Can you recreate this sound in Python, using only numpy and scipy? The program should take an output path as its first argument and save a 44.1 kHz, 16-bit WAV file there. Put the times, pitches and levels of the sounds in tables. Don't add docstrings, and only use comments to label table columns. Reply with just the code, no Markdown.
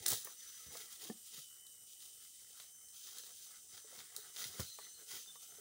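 import sys
import numpy as np
from scipy import signal
from scipy.fft import rfft, irfft, next_fast_len
from scipy.io import wavfile
from scipy.ndimage import uniform_filter1d

SR = 44100
rng = np.random.default_rng(int(sys.argv[2]) if len(sys.argv) > 2 else 0)


def wrap_up_sound(samples):
    columns = np.atleast_2d(samples).T
    tamed = np.clip(columns, -1, 1)
    steps = np.round(tamed * 32767).astype(np.int16)
    wavfile.write(sys.argv[1], SR, steps)


N = 247004
T = np.arange(N) / SR

# (time [s], hold [s], leaves [dB], stalks [dB], roots [dB])
TRUNK_TUGS = [(0.0, 0.067, -55.5, -68, -67.5), (.098, .03, -44, -55.5, -56.5),
              (.25, 0.061, -58.5, -67, -74.5), (0.409, .04, -58, -72.5, -84), (.57, .09, -59.5, -73, -83.5),
              (.725, 0.096, -54.5, -65.5, -67.5), (.92, 0.011, -55, -66.5, -80),
              (1.016, 0.05, -53, -67.5, -67.5), (1.26, 0.042, -59, -75.5, -89),
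              (1.346, 0.032, -52.5, -66.5, -74.5), (1.53, 0.017, -67.5, -82.5, -91),
              (1.895, .035, -61, -83, -87), (2.01, 0.065, -59.5, -76, -82.5), (2.21, 0.047, -63, -76, -89),
              (2.41, 0.035, -64.5, -74, -82), (2.573, 0.049, -60, -72, -83),
              (3.075, 0.12, -55.5, -69, -76.5), (3.23, 0.083, -59.5, -73.5, -76),
              (3.41, 0.045, -59, -76.5, -87), (3.488, 0.095, -62, -73, -82.5),
              (3.735, 0.044, -58.5, -70.5, -77), (3.9, 0.11, -59.5, -68, -70.5),
              (4.12, 0.18, -62, -70.5, -75.5), (4.387, .06, -48, -61.5, -68), (4.5, 0.079, -55, -66, -68),
              (4.595, 0.018, -49.5, -58.5, -66.5), (4.81, 0.063, -63.5, -68.5, -73),
              (4.99, 0.034, -64, -72, -74), (5.113, 0.06, -50, -62.5, -68),
              (5.26, 0.071, -63.5, -76.5, -79), (5.425, 0.03, -59, -74, -83),
              (5.5, 0.11, -63.5, -75, -73.5)]


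def tearing():
    # (frequency [Hz], level [dB])
    leaf_spectrum = [(1700, -34), (2550, -9), (3300, -1.5), (4000, -2), (5200, -2), (6600, 0.5), (8000, -9),
                     (9600, -3), (11500, -7.5), (13500, -15.5), (16000, -9.5)]
    stalk_spectrum = [(700, -19), (1100, -8), (1450, 2), (1800, -2.5), (2100, 2), (2450, -15),
                      (3500, -27.5)]
    root_spectrum = [(25, -30), (70, -13), (130, -2.5), (260, -3), (440, 4.5), (600, -2), (850, 1.5),
                     (1200, -16), (2000, -18)]
    # (time [s], leaves [dB], stalks [dB])
    stirring = [(0, -64.5, -74.5), (.95, -59.5, -74.5), (1.2, -65, -81.5), (1.6, -78, -81),
                (1.83, -73, -86), (2.15, -64, -82.5), (2.55, -66.5, -87.5), (2.83, -79, -85),
                (2.99, -60.5, -81.5), (3.35, -65, -79), (3.68, -66.5, -82), (3.901, -65, -76),
                (4.6, -63, -78), (4.9, -66, -80), (5.15, -64.5, -81.5), (5.6, -69.5, -75.5)]
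    stir_s, stir_leaf_db, stir_stalk_db = np.transpose(stirring)
    _, _, tug_leaf_db, tug_stalk_db, tug_root_db = np.transpose(TRUNK_TUGS)
    leaf_db = strain(tug_leaf_db, np.interp(T, stir_s, stir_leaf_db), settle_db_per_s=126)
    stalk_db = strain(tug_stalk_db, np.interp(T, stir_s, stir_stalk_db), settle_db_per_s=262)
    root_db = strain(tug_root_db, stir_db=-86.5, settle_db_per_s=262)
    density = undb(0.5 * (leaf_db - leaf_db.mean()))
    slip_db = 1.37 * walk(130)
    leaves = ring(crackle(3500 * density, spread_db=2.2), response(leaf_spectrum)) * undb(leaf_db)
    stalks = ring(crackle(1100 * density, spread_db=2.2), response(stalk_spectrum)) * undb(stalk_db)
    roots = ring(crackle(600 * density, spread_db=1.73), response(root_spectrum)) * undb(root_db)
    plant = leaves + shifting_bands(stalks + roots, depth_db=5.5, rate_hz=24)
    return trees(plant * undb(slip_db), wet_db=-7.5, t60_s=0.052)


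def strain(peaks_db, stir_db, settle_db_per_s, build_db_per_s=288):
    t = T[::64, None]
    start_s, hold_s = np.transpose(TRUNK_TUGS)[:2]
    below_db = np.maximum(build_db_per_s * (start_s - t), settle_db_per_s * (t - start_s - hold_s))
    tug_db = np.interp(T, t[:, 0], np.max(peaks_db - below_db.clip(0), axis=1))
    return np.maximum(tug_db, stir_db + 2.2 * walk(14))


def crackle(rate_hz, spread_db):
    strength = undb(spread_db * np.minimum(rng.exponential(size=N), 4.5))
    chance = np.clip(rate_hz / SR, 0, 1)
    breaks = rng.random(N) < chance
    return unit(breaks * strength * rng.choice([-1, 1], N) / np.sqrt(chance))


def shifting_bands(x, depth_db, rate_hz, count=17):
    size = next_fast_len(N)
    hz, spectrum = np.fft.rfftfreq(size, 1 / SR), rfft(x, size)
    centres_hz = np.geomspace(280, 2500, count)
    bands = (irfft(spectrum * np.interp(hz, centres_hz, share), size)[:N] for share in np.eye(count))
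    return sum(band * undb(depth_db * np.tanh(walk(rate_hz))) for band in bands)


def snaps():
    # (time [s], level [dB], length [s], treble tilt [dB/octave])
    stem_breaks = [(0.0598, -26, 0.0025, -5), (.0630, -18.5, 0.0018, 0.5), (0.081, -22.5, 0.0034, 3.5),
                   (.0840, -24.5, 0.006, 5.5), (0.102, -27, 0.0051, 10), (0.111, -31, 0.0014, -3),
                   (0.1155, -27.5, 0.0049, 2), (0.1305, -29.5, 0.0047, 1), (0.245, -39, 0.0096, 8),
                   (0.7204, -52, 0.011, 6), (0.769, -40, .007, 0), (0.926, -42, 0.0023, 3),
                   (1.667, -46.5, 0.0027, 4), (2.6, -43, 0.0044, -6.5), (2.885, -50.5, 0.0054, 2),
                   (3.1835, -39, 0.0047, 1), (3.236, -45.5, 0.0029, -6.5), (3.7774, -45.5, 0.0029, -6.5),
                   (3.873, -52, .002, -4), (3.9903, -43.5, .003, -5), (4.002, -46, 0.0054, -9.5),
                   (4.1635, -30.5, 0.0025, 2.5), (4.363, -38.5, .006, -5.5), (4.4404, -35.5, 0.0039, -6),
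                   (4.5982, -35.5, 0.0071, 1.5), (5.113, -43, 0.0046, -6.5)]
    # (frequency [Hz], level [dB])
    fibre_spectrum = [(60, -54), (400, -17), (1000, -20), (1900, -6), (2600, -11), (3900, 6.5), (5000, 2.5),
                      (7000, 3.5), (10000, 2.5), (13000, -7), (16000, -8.5)]
    out = np.zeros(N)
    fibres = crackle(9000, spread_db=5.7)
    for start_s, db, length_s, tilt in stem_breaks:
        i = int(start_s * SR)
        volley = unit(fibres[i:i + max(int(length_s * SR), 20)])
        add(out, start_s, undb(db) * signal.fftconvolve(volley, response(fibre_spectrum, tilt)))
    return trees(out * undb(-7.5), wet_db=-3, t60_s=0.36)


def knocks():
    # (time [s], level [dB], lowest mode [Hz])
    thumps = [(.005, -55, 88), (0.113, -45, 123), (.125, -42.5, 117), (.665, -56, 75), (0.685, -60.5, 134),
              (1.056, -56, 333), (1.093, -48, 333), (1.1, -32.5, 225), (1.38, -57, 150),
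              (3.734, -64.5, 109), (4.456, -55, 125), (4.491, -58, 99), (4.596, -35, 111), (4.606, -41, 85)]
    # (ratio to lowest mode, level [dB], t60 [s])
    thump_modes = [(1, 5.5, 0.092), (1.3, -3, 0.071), (1.6, -12, 0.027), (1.9, -6, 0.046),
                   (3.3, -9.5, 0.073), (4.0, -40, 0.031), (5.2, -20, 0.034), (7.85, -12, .04)]
    # (time [s], level [dB], pitch [Hz], mode fall-off around it [dB/octave])
    clacks = [(.1265, -37, 870, 34), (0.272, -42.5, 990, 9), (0.7538, -44.5, 570, 9), (3.235, -62, 433, 22),
              (3.465, -65, 1240, 36), (3.845, -58.5, 430, 43), (3.926, -54.5, 525, 30),
              (4.18, -54.5, 448, 10), (4.596, -40.5, 524, 5.5), (4.7878, -43.5, 785, 20),
              (5.022, -61, 446, 26), (5.357, -52, 1220, 46), (5.584, -56.5, 427, 35)]
    # (frequency [Hz], level [dB], t60 [s])
    stick_modes = [(429, 3.5, 0.099), (528, 5, 0.044), (664, -3.5, 0.067), (825, 7.5, 0.0086),
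                   (990, 4.5, 0.026), (1150, 4, 0.063), (1800, 15, 0.022)]
    out = np.zeros(N)
    for start_s, level_db, lowest_hz in thumps:
        modes = [(lowest_hz * ratio, db, t60_s) for ratio, db, t60_s in thump_modes]
        add(out, start_s, undb(level_db - 2) * blow(modes, scuff_gain=0.024, scuff_s=0.015))
    for start_s, level_db, pitch_hz, slope in clacks:
        modes = [(hz, db - slope * abs(np.log2(hz / pitch_hz)), t60_s) for hz, db, t60_s in stick_modes]
        add(out, start_s, undb(level_db) * blow(modes, scuff_gain=0.085, scuff_s=0.0073))
    return trees(out, wet_db=-18, t60_s=0.23)


def blow(modes, scuff_gain, scuff_s):
    t = T[:SR // 3]
    body = sum(undb(db - 60 * t / t60_s) * np.sin(2 * np.pi * hz * t) for hz, db, t60_s in modes)
    push = scuff_gain * rng.standard_normal(len(t)) * np.exp(-t / scuff_s)
    push[0] += 1
    highpass = signal.butter(3, 0.92 * modes[0][0], "high", fs=SR, output="sos")
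    radiated = signal.sosfilt(highpass, signal.fftconvolve(push, body)[:len(t)])
    return radiated / np.abs(radiated).max()


def buzzing_insects():
    # (time [s], length [s], start [Hz], end [Hz], level [dB], overtone gain [dB])
    buzzes = [(0.254, 1.1, 2912, 2984, -75.5, 3), (0.999, 2.67, 3020, 2997, -76.5, 2),
              (1.251, .4, 2925, 2940, -69.5, -4), (1.6, 0.72, 2940, 2974, -73, 0.5),
              (1.351, 0.432, 3012, 3030, -66.5, -6.5), (1.9, 1.25, 3030, 3092, -74, -1.5),
              (3.395, 1.1, 2992, 2960, -81, -2), (4.099, 1.5, 2976, 2954, -73, -2),
              (5.252, 0.57, 3080, 3040, -74, 2)]
    # (harmonic number, level [dB])
    harmonics = [(2, -2.5), (3, 3.5), (4, 1.5)]
    out = np.zeros(N)
    for start_s, length_s, start_hz, end_hz, level_db, overtone_db in buzzes:
        hz, swell = insect_call(length_s, start_hz, end_hz, fade_s=0.089)
        n = len(hz)
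        phase = phase_of(hz * (1 + 0.00085 * walk(300, n)))
        stroke_hz = 73 * (1 + 0.03 * walk(22, n))
        strokes = 1 + 0.5 * np.sin(phase_of(stroke_hz))
        overtones = sum(undb(db + 2.8 * walk(40, n)) * np.sin(k * phase) for k, db in harmonics)
        tone = np.sin(phase) + undb(overtone_db) * overtones
        add(out, start_s, undb(level_db) * swell * strokes * tone)
    return out


def shrill_insect():
    # (time [s], length [s], start [Hz], end [Hz], level [dB])
    shrills = [(0.08, .9, 6000, 6100, -58.5), (2.45, 1.65, 6195, 6055, -63.5), (4.05, 1.8, 6085, 6180, -62)]
    out = np.zeros(N)
    for start_s, length_s, start_hz, end_hz, db in shrills:
        hz, swell = insect_call(length_s, start_hz, end_hz, fade_s=0.32)
        n = len(hz)
        flutter = 1 + 0.4 * walk(70, n)
        waver = 1 + 0.00205 * walk(40.14, n) + 0.0032 * walk(500, n)
        surge_db = 1.5 * walk(11.6, n)
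        add(out, start_s, undb(db + surge_db) * swell * flutter * np.sin(phase_of(hz * waver)))
    return out


def insect_call(length_s, start_hz, end_hz, fade_s):
    t = T[:int(length_s * SR)]
    swell = np.clip(np.minimum(t, length_s - t) / fade_s, 0, 1)
    return np.linspace(start_hz, end_hz, len(t)), swell


def bird():
    # (time [s], length [s], start [Hz], end [Hz], level [dB])
    chirps = [(1.667, 0.0097, 4010, 3600, -61), (4.2, 0.012, 3900, 3770, -58),
              (4.65, 0.1, 4230, 3980, -55.5), (4.778, 0.097, 4360, 3686, -59.5),
              (4.934, 0.05, 4320, 4090, -61), (5.266, 0.057, 3600, 3550, -55.5)]
    out, rasp = np.zeros(N), walk(1500)
    for start_s, length_s, start_hz, end_hz, db in chirps:
        n, i = int(length_s * SR), int(start_s * SR)
        hz = np.linspace(start_hz, end_hz, n) + 0.5 * (start_hz - end_hz) * rasp[i:i + n]
        add(out, start_s, undb(db) * signal.windows.tukey(n, 0.5) * np.sin(phase_of(hz)))
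    return trees(out, wet_db=-4, t60_s=1.0)


def forest():
    # (frequency [Hz], level [dB])
    forest_spectrum = [(25, -29), (70, -9.5), (160, -15), (330, -19.5), (900, -28.5), (2000, -25.5),
                       (4400, -21), (5400, -5.5), (6500, -8), (7300, -1.5), (9000, 1), (10400, -9.5),
                       (13000, -13), (16000, -19)]
    air = ring(rng.standard_normal(N), response(forest_spectrum))
    return air * undb(-60.5 + 0.38 * walk(2.4) + 0.5 * walk(60))


def trees(x, wet_db, t60_s):
    t = T[:SR // 2]
    onset = 1 - np.exp(-t / 0.001)
    tail = rng.standard_normal(len(t)) * undb(-60 * t / t60_s) * onset
    return x + undb(wet_db) * ring(x, tail / np.linalg.norm(tail))


def response(points, tilt_db_per_octave=0, size=4096):
    hz, db = np.transpose(points)
    octave = np.log2(np.maximum(np.fft.rfftfreq(size, 1 / SR), 1))
    tilt_db = tilt_db_per_octave * np.maximum(octave - 10, 0)
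    cepstrum = irfft(np.log(undb(np.interp(octave, np.log2(hz), db) + tilt_db)))
    cepstrum[1:size // 2] *= 2
    cepstrum[size // 2 + 1:] = 0
    impulse = irfft(np.exp(rfft(cepstrum)))
    return impulse / np.linalg.norm(impulse)


def ring(x, impulse):
    return signal.fftconvolve(x, impulse)[:N]


def walk(rate_hz, size=N):
    hold = max(int(SR / rate_hz), 1)
    steps = np.repeat(rng.standard_normal(size // hold + 1), hold)
    return unit(uniform_filter1d(uniform_filter1d(steps, hold), hold)[:size])


def phase_of(hz):
    return 2 * np.pi * np.cumsum(hz) / SR


def add(out, start_s, x):
    i = max(int(start_s * SR), 0)
    out[i:i + len(x)] += x[:N - i]


def undb(db):
    return 10 ** (np.asarray(db) / 20)


def unit(x):
    return x / np.sqrt(np.mean(x ** 2) + 1e-30)


def scene():
    elephant = tearing() + snaps() + knocks()
    return (elephant + buzzing_insects() + shrill_insect() + bird() + forest())[None]


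def record(dry):
    # (frequency [Hz], gain [dB])
    mic_curve = [(20, 0), (13900, 0), (14900, 11.5), (15700, 11.5)]
    impulse = response(mic_curve)
    bright = ring(dry[0], impulse / abs(impulse.sum()))
    cutoff_hz = 15750
    lowpass = signal.ellip(12, 0.2, 70, cutoff_hz, fs=SR, output="sos")
    return signal.sosfilt(lowpass, bright)[None]


dry = scene()
out = record(dry)
wrap_up_sound(out)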